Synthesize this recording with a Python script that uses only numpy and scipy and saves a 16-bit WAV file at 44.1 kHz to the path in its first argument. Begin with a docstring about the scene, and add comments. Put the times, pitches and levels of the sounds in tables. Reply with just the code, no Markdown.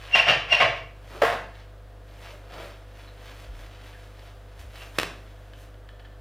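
"""A roll of paper towel is pulled twice on its holder: stick-slip friction makes it squeak and judder,
then the holder knocks down on the counter and rings in its modes. A sheet is torn off, wafted onto a
wooden board and smoothed, its rubbing fibres radiating a dense train of tiny impulses. Something hard
is knocked nearby and a few small ticks follow. The kitchen is small and quiet, with a short
reverberation and the mains hum of an appliance."""
import sys
import numpy as np
from scipy import signal
from scipy.fft import rfft, irfft, next_fast_len
from scipy.io import wavfile
from scipy.ndimage import uniform_filter1d

SR = 44100
rng = np.random.default_rng(int(sys.argv[2]) if len(sys.argv) > 2 else 0)


def generate_wav(sig):
    """Save sig (samples, or channels by samples) to the path in sys.argv[1] as 16-bit PCM at SR."""
    pcm = np.round(np.clip(np.atleast_2d(sig).T, -1, 1) * 32767).astype(np.int16)
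    wavfile.write(sys.argv[1], SR, pcm)


N = 273761
TIME = np.arange(N) / SR

# reverberation time of the kitchen: f/Hz, T60/s
REVERB_TIMES = [(100, 0.97), (500, 0.45), (2000, .46), (4000, 0.44), (8000, 0.41), (15000, 0.2)]
# spectral weight of the difference between the channels: f/Hz, gain/dB
SIDE_SPECTRUM = [(100, -5), (250, 2.5), (700, -8), (2400, -4.5), (4400, 5), (8000, 11), (15000, 10.5)]
# partials of the mains hum: f/Hz, level/dB
HUM_PARTIALS = [(50, -46), (100, -51), (300, -69), (400, -67), (500, -62), (700, -68)]
# noise of the still room: f/Hz, relative level/dB
AIR_SPECTRUM = [(90, -9), (140, -5), (210, -9.5), (300, -7.5), (400, -11.5), (500, -5), (680, -4),
                (800, -12), (1650, -13.5), (2200, -22), (3300, -22), (6000, -33), (15000, -38)]

# the sheet pushes air, the hand presses the board: t/s, level/dB, f/Hz, rise/s, fall/s
AIR_PUFFS = [(3.5, -40.5, 58, .015, .015), (3.567, -38.5, 43.3, 0.03, 0.044), (4.613, -39, 81, 0.0073, .01),
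             (4.649, -41.5, 64, 0.015, 0.027)]
# ticks as the hand lifts away: t/s, relative level/dB, T60/s
TICK_CONTACTS = [(5.5345, -0.5, .015), (5.742, -9.5, .02), (5.889, 0, .018), (5.9948, -1.5, .06),
                 (6.048, -2.5, .12)]
# force of a tick: f/Hz, relative level/dB
TICK_SPECTRUM = [(200, -15), (900, -6.5), (1500, -0.5), (2300, -7), (3100, -6.5), (4500, -12),
                 (6000, -26.5), (15000, -40)]
# modes rung by the ticks: f/Hz, bandwidth/Hz, relative gain/dB
TICK_RESONANCES = [(1760, 29, 9.5), (3040, 45, 6.5), (3300, 21, 6)]
# a sharp knock and its bounces: t/s, relative level/dB, T60/s
CLACK_CONTACTS = [(4.9835, -21, .02), (4.9857, -3, 0.029), (4.9922, -23, 0.03), (4.9985, -10.5, 0.0072),
                  (5.015, -16.5, 0.015), (5.0315, -13, 0.0114)]
# sound of the hard object: f/Hz, relative level/dB
CLACK_SPECTRUM = [(40, -33), (90, -11), (140, -1), (210, -8), (350, 0), (700, 1), (850, -4), (1100, 0.5),
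                  (2650, -1.5), (3400, -8), (5000, -11), (6800, -19), (9500, -20), (13000, -20.5),
                  (15500, -31)]

# paper is drawn out, carried, laid down and smoothed: peak t/s, level/dB, rise/s, crisp top re rustle/dB
PAPER_STROKES = [(.04, -47.5, 0.08, -16.5), (1.16, -47.5, 0.066, -14), (1.57, -54.5, 0.044, -19),
                 (2.24, -50, .03, -12), (2.315, -50, .03, -14.5), (2.55, -47.5, 0.031, -19),
                 (2.64, -45, 0.047, -15.5), (3.0, -52, .04, -15), (3.27, -50, 0.046, -13),
                 (3.41, -51, 0.037, -11.5), (3.6, -49.5, 0.038, -13.5), (3.73, -55, 0.038, -18),
                 (3.87, -51, 0.042, -13.5), (4.25, -55, 0.038, -13), (4.61, -48.5, .016, -10),
                 (4.81, -47.5, 0.048, -10.5), (4.97, -51, 0.023, -7), (5.61, -54.5, .032, -8)]
# rustle of rubbing paper: f/Hz, relative level/dB
RUSTLE_SPECTRUM = [(150, -18.5), (290, -2), (400, -2.5), (650, 4.5), (900, 1), (1800, 2), (3200, -0.5),
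                   (5200, -9), (7000, -19.5), (12000, -33)]
# crisp top from loose fibres: f/Hz, relative level/dB
FIBRE_SPECTRUM = [(3000, -26.5), (6000, 1), (8000, -2.5), (12000, -1.5), (15500, -10)]
# the taut sheet drags on the roll and tears: peak t/s, level/dB, rise/s
SHEET_TUGS = [(1.15, -41, 0.021), (2.32, -54, .05), (2.58, -43, 0.046)]
# low rasp of the taut sheet: f/Hz, relative level/dB
TAUT_SPECTRUM = [(120, -12.5), (280, -10), (400, -3), (600, -1), (900, -11), (1400, -8), (3000, -41)]
# single creases give way: t/s, relative level/dB, T60/s
CREASE_SNAPS = [(2.5351, -6, .09), (3.3118, -7, .06), (3.6626, -8, .06), (4.1935, -8, .012),
                (4.5919, -6, 0.068), (4.7556, 0, .06)]
# snap of a crease: f/Hz, relative level/dB
CREASE_SPECTRUM = [(300, -18.5), (1500, 7), (5000, 1), (7000, -14.5), (15000, -15)]
# the sheet catches on the roll, a finger or an edge: peak t/s, level/dB, f/Hz, rise/s, glide/(Hz/s)
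SHEET_CATCHES = [(0.505, -28, 2200, 0.0053, 0), (2.337, -50, 601.4, .007, 0), (3.092, -57, 4020, 0.012, -2),
                 (3.31, -54, 276, 0.014, 0), (3.952, -52.5, 1700, 0.0089, 0),
                 (4.819, -46, 2760, 0.019, -5500)]

# two low thuds of the counter as the holder first lands: t/s, level/dB, f/Hz, T60/s
COUNTER_THUDS = [(1.2185, -4.5, 570, 0.042), (1.2315, -7.5, 454, 0.05)]
# the holder lands and rocks: t/s, relative level/dB, T60/s
LANDING_CONTACTS = [(1.2178, -6.5, 0.035), (1.2212, -3, 0.026), (1.2344, -8.5, 0.021), (1.248, -5, 0.08),
                    (1.277, -12, 0.046), (1.3, -12.5, 0.033), (1.326, -12, 0.019)]
# force of the landing: f/Hz, relative level/dB
LANDING_SPECTRUM = [(40, -41.5), (130, -13.5), (280, -18.5), (360, -10), (430, -6.5), (620, -0.5),
                    (950, -7.5), (1750, -4.5), (2150, -11.5), (3600, -18.5), (6500, -32), (15500, -39.5)]
# normal modes of the holder: f/Hz, bandwidth/Hz, relative gain/dB
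HOLDER_MODES = [(410, 14, -3), (508, 10, 0), (579, 24, -6), (699.6, 28, 9.5), (876, 15, 0.5),
                (1070, 53, 7.5), (1602, 20, -5), (1685, 14, -4), (2734, 69, -2.5), (3078, 19, -4),
                (4070, 49, -12), (4800, 41, 0)]
# each pull keeps the roll turning: start t/s, level/dB, hold/s
ROLL_PULLS = [(0.132, -34, 0.22), (0.508, -31.5, 0.089)]
# the core breaks loose: start t/s, level/dB, hold/s, treble tilt/dB
CORE_SLIPS = [(0.152, -13.5, 0.0059, 1.5), (0.173, -21.5, 0.019, 3), (.267, -23, .012, -5.5),
              (0.282, -15, 0.026, -1.5), (0.525, -18, .009, 2), (.602, -14.5, 0.023, -3.5),
              (0.762, -36, 0.013, -0.5)]
# force of the core's jolts: f/Hz, relative level/dB
JUDDER_SPECTRUM = [(40, -36), (100, -14), (140, -2.5), (200, -22.5), (400, -14), (620, -1.5), (900, -5),
                   (1300, -7.5), (2000, -1), (2900, 0), (3700, -13.5), (5600, -20.5), (7000, -33),
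                   (15000, -46.5)]
# the roll sticks and sings on its spindle: peak t/s, level/dB, f/Hz, rise/s
SQUEAK_SWELLS = [(0.1478, -10.5, 2754, 0.006), (.202, -16, 2766, .006), (.222, -23, 2775, .005),
                 (.25, -29, 2771, .015), (.295, -20, 2798, .016), (0.527, -15, 2808, 0.0071),
                 (.551, -15.5, 2741, 0.0047), (.586, -22, 2785, .009)]
# rough partials of the squeak: ratio to its frequency, relative level/dB
ROUGH_PARTIALS = [(.25, -14.5), (.5, -24.5), (.75, -20.5), (1.5, -26.5), (1.68, -28), (2, -26), (3, -41),
                  (4, -39)]


def amp(db):
    """Amplitude ratio of a level in decibels."""
    return 10 ** (np.asarray(db) / 20)


def at_hz(points, hz):
    """Interpolation on a logarithmic frequency axis."""
    f, value = np.transpose(points)
    return np.interp(np.log(np.maximum(hz, 1)), np.log(f), value)


def power_sum(gains):
    """Incoherent sources add in power."""
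    return np.sqrt(sum(gain ** 2 for gain in gains))


def convolve(x, response):
    """A linear system convolves its input with its impulse response."""
    return signal.fftconvolve(x, response)[:N]


def colour(x, spectrum, size=8192):
    """Minimum-phase filtering by the folded cepstrum; white noise keeps its power."""
    hz = np.arange(size // 2 + 1) * SR / size
    cepstrum = irfft(np.log(amp(at_hz(spectrum, hz))))
    cepstrum[1:size // 2] *= 2
    cepstrum[size // 2 + 1:] = 0
    response = irfft(np.exp(rfft(cepstrum)))
    return convolve(x, response / np.linalg.norm(response))


def drift(per_s):
    """Random modulation of unit rms, linear between independent values."""
    knots = rng.standard_normal(int(N / SR * per_s) + 2)
    curve = np.interp(TIME * per_s, np.arange(len(knots)), knots)
    return curve / np.sqrt(np.mean(curve ** 2) + 1e-20)


def swell(at, rise, fall):
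    """Envelope with a rounded peak and exponential flanks."""
    u = (TIME - at) / np.where(TIME < at, rise, fall)
    return np.exp(1 - np.sqrt(1 + np.minimum(u * u, 900)))


def held(start, hold, attack_s, release_s):
    """Envelope that grows exponentially up to the start, holds, then decays."""
    growth = np.minimum((TIME - start) / attack_s, 0)
    decay = np.maximum((TIME - start - hold) / release_s, 0)
    return np.exp(np.maximum(growth - decay, -30))


def grains(per_s, spread_db, even_s):
    """Shot noise: random impulses of uneven size, their power levelled over even_s."""
    sizes = amp(spread_db * np.minimum(rng.exponential(1, N), 4)) * rng.choice([-1, 1], N)
    clicks = sizes * (rng.random(N) < per_s / SR)
    power = uniform_filter1d(clicks ** 2, max(int(even_s * SR), 2))
    return clicks / np.sqrt(np.maximum(power, per_s / SR / 10))


def contacts(rows, rise_s=0.00048, size=4096):
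    """Impulsive excitation: each contact is a brief, decaying burst of broadband force."""
    force, t = np.zeros(N + size), TIME[:size]
    for (at, db, t60), noise in zip(rows, rng.standard_normal((len(rows), size))):
        decay = amp(-60 * t / t60)
        whitened = irfft(np.exp(1j * np.angle(rfft(noise * decay))))
        burst = whitened * np.sqrt(decay) * (1 - np.exp(-t / rise_s))
        start = int(at * SR)
        force[start:start + size] += amp(db) * burst / np.linalg.norm(burst)
    return force[:N]


def resonate(force, modes, ring_db):
    """Modal superposition: a body passes the force on and adds one damped oscillation per mode."""
    t, response = TIME[:SR], 0
    for hz, width, db in modes:
        envelope = amp(db) * 2 * np.pi * width / SR * np.exp(-np.pi * width * t)
        response = response + envelope * np.cos(2 * np.pi * hz * t)
    return force + amp(ring_db) * convolve(force, response)


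def stereo(mid, side_db):
    """Two close receivers get equal levels with a small phase difference, mostly in the treble."""
    size = next_fast_len(N)
    hz = np.arange(size // 2 + 1) * SR / size
    quadrature = 1j * rfft(mid, size) * amp(side_db + at_hz(SIDE_SPECTRUM, hz))
    side = irfft(quadrature, size)[:N]
    return mid + side * np.array([[1], [-1]])


def kitchen(x, wet_db, side_db, build_s=0.0013, bands=9, smooth_hz=90):
    """Reverberation: direct sound plus a diffuse field that decays at its own rate in each octave."""
    t, centres = TIME[:SR], np.geomspace(62.5, 16000, bands)
    octave = np.log2(np.clip(np.arange(SR // 2 + 1), centres[0], centres[-1]))
    white, tail = rfft(rng.standard_normal(SR)), 0
    for centre in centres:
        band = irfft(white * np.maximum(1 - abs(octave - np.log2(centre)), 0), SR)
        tail = tail + band * amp(-60 * t / at_hz(REVERB_TIMES, centre))
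    tail *= (1 - np.exp(-t / build_s)) ** 2
    room = 1 + amp(wet_db) * rfft(tail / np.linalg.norm(tail))
    room /= np.sqrt(uniform_filter1d(abs(room) ** 2, smooth_hz))   # no broad band is favoured
    return stereo(convolve(x, irfft(room, SR)[:SR // 2]), side_db)


def background(air_db=-54.5, rumble_db=-65, hiss_db=-73):
    """Harmonics of the mains frequency over a noise floor of room air, rumble and uncorrelated hiss."""
    hum = sum(np.sqrt(2) * amp(db + .3 * drift(2.1)) * np.sin(2 * np.pi * (hz * TIME + rng.random()))
              for hz, db in HUM_PARTIALS)
    air = colour(rng.standard_normal(N), AIR_SPECTRUM)
    rumble = colour(rng.standard_normal(N), [(25, -3), (110, 6), (170, -9), (1000, -68.5)])
    hiss = np.array([colour(noise, [(200, 6), (2000, 3), (8000, -5.5)])
                     for noise in rng.standard_normal((2, N))])
    return hum + amp(air_db) * air + amp(rumble_db) * rumble + amp(hiss_db) * hiss


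def puffs():
    """Volume displacement by the sheet and the hand gives a few slow cycles of air pressure."""
    return sum(np.sqrt(2) * amp(db) * swell(at, rise, fall) * np.cos(2 * np.pi * hz * (TIME - at))
               for at, db, hz, rise, fall in AIR_PUFFS)


def ticks():
    """Light impacts excite the free vibration of a few high modes."""
    force = colour(amp(-24) * contacts(TICK_CONTACTS), TICK_SPECTRUM)
    return kitchen(resonate(force, TICK_RESONANCES, ring_db=5.5), wet_db=-4, side_db=-19)


def clack():
    """A hard impact and its rebounds, so close that direct sound outweighs the diffuse field."""
    impacts = colour(amp(11.5) * contacts(CLACK_CONTACTS), CLACK_SPECTRUM)
    return kitchen(impacts, wet_db=-6.5, side_db=-22.5)


def rasps(relative_width=0.097):
    """Quasi-periodic slips of the sheet make narrow-band noise whose pitch sinks if the sheet slows."""
    sound = 0
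    for at, db, hz, rise, glide in SHEET_CATCHES:
        t, band_hz = TIME - at, 2 * relative_width * hz
        phase = 2 * np.pi * (hz + glide * t / 2) * t
        slips = drift(band_hz) * np.sin(phase) + drift(band_hz) * np.cos(phase)
        sound = sound + amp(db) * swell(at, rise, rise) * slips
    return sound


def paper(stir_db=-62.5, stir_crisp_db=-12, wander_db=2.5, stroke_fall_ratio=1.06, tug_fall_ratio=1.47):
    """Friction of fibres is shot noise; tension adds a low rasp, loose fibres a top, creases snaps."""
    # between strokes the held sheet keeps stirring
    stirring = amp(stir_db + wander_db * drift(9)) * held(2.08, 3.4, attack_s=.058, release_s=.058)
    moves = [(amp(db) * swell(at, rise, rise * stroke_fall_ratio), crisp_db)
             for at, db, rise, crisp_db in PAPER_STROKES]
    moves.append((stirring, stir_crisp_db))
    rustle = power_sum(gain for gain, _ in moves)
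    crisp = power_sum(gain * amp(crisp_db) for gain, crisp_db in moves)
    drag = power_sum(amp(db) * swell(at, rise, rise * tug_fall_ratio) for at, db, rise in SHEET_TUGS)
    rubbing = grains(per_s=1500, spread_db=1.5, even_s=.04) * amp(1.72 * drift(45))
    sound = rustle * colour(rubbing, RUSTLE_SPECTRUM)
    sound += drag * colour(grains(per_s=1500, spread_db=2.5, even_s=.045), TAUT_SPECTRUM)
    sound += crisp * colour(grains(per_s=5000, spread_db=2.5, even_s=.03), FIBRE_SPECTRUM)
    sound += colour(amp(-19) * contacts(CREASE_SNAPS), CREASE_SPECTRUM)
    return kitchen(sound + rasps(), wet_db=-5.5, side_db=-21)


def counter_thuds():
    """A heavily damped oscillator: the struck counter starts moving within a cycle and soon stops."""
    sound = 0
    for at, db, hz, t60 in COUNTER_THUDS:
        t = np.maximum(TIME - at, 0)
        envelope = amp(db - 60 * np.minimum(t / t60, 4)) * (1 - np.exp(-hz * t))
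        sound = sound + envelope * np.sin(2 * np.pi * hz * t)
    return stereo(sound, side_db=-33)


def holder_knock():
    """Impacts ring the holder's modes, far enough off that the diffuse field outweighs direct sound."""
    force = colour(amp(12) * contacts(LANDING_CONTACTS), LANDING_SPECTRUM)
    return kitchen(resonate(force, HOLDER_MODES, ring_db=-4), wet_db=3.5, side_db=-34)


def judder(hinge_hz=1400, turning_tilt_db=2):
    """Forced vibration: the turning core rattles and slips in uneven jolts that drive the holder."""
    turning = [(amp(db) * held(at, hold, attack_s=.025, release_s=.035), turning_tilt_db)
               for at, db, hold in ROLL_PULLS]
    slipping = [(amp(db) * held(at, hold, attack_s=.0016, release_s=.013), tilt)
                for at, db, hold, tilt in CORE_SLIPS]
    bass_gain = power_sum(gain / amp(tilt) for gain, tilt in turning + slipping)
    treble_gain = power_sum(gain * amp(tilt) for gain, tilt in turning + slipping)
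    jolts = colour(amp(-0.6) * grains(per_s=1800, spread_db=1, even_s=.008), JUDDER_SPECTRUM)
    bass = signal.sosfilt(signal.butter(1, hinge_hz, fs=SR, output="sos"), jolts)
    force = bass * bass_gain + (jolts - bass) * treble_gain
    return kitchen(resonate(force, HOLDER_MODES, ring_db=-4.5), wet_db=-0.8, side_db=-27.5)


def squeak(waver=.006, jitter_rad=0.68, fall_ratio=.75, roughen_s=.008):
    """Stick-slip friction drives one mode of the spindle; uneven slips add rough partials around it."""
    peak_times, _, hz, _ = np.transpose(SQUEAK_SWELLS)
    envelope = power_sum(amp(db) * swell(at, rise, rise * fall_ratio)
                         for at, db, _, rise in SQUEAK_SWELLS)
    pitch_hz = np.interp(TIME, peak_times, hz) * (1 + waver * drift(300))
    phase = 2 * np.pi * np.cumsum(pitch_hz) / SR
    roughness = np.clip((TIME - peak_times[0]) / roughen_s, .1, 1)   # the first swell starts clean
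    tone = np.sin(phase) * (1 + 0.39 * roughness * drift(350))
    for ratio, db in ROUGH_PARTIALS:
        partial = np.sin(ratio * phase + jitter_rad * drift(260))
        tone += roughness * amp(db) * partial * (1 + 0.5 * drift(200))
    tone += amp(-27) * np.sin(2 * phase)
    return kitchen(np.sqrt(2) * envelope * tone, wet_db=-10.5, side_db=-31)


def scene():
    """Superposition: the pressures of all sources in the kitchen add."""
    roll = squeak() + judder() + holder_knock() + counter_thuds()
    return roll + clack() + ticks() + paper() + puffs() + background()


def record(dry, cutoff_hz=15750):
    """Band limiting: an elliptic low-pass filter cuts the top steeply."""
    return signal.sosfilt(signal.ellip(12, .1, 80, cutoff_hz, fs=SR, output="sos"), dry)


dry = scene()
out = record(dry)
generate_wav(out)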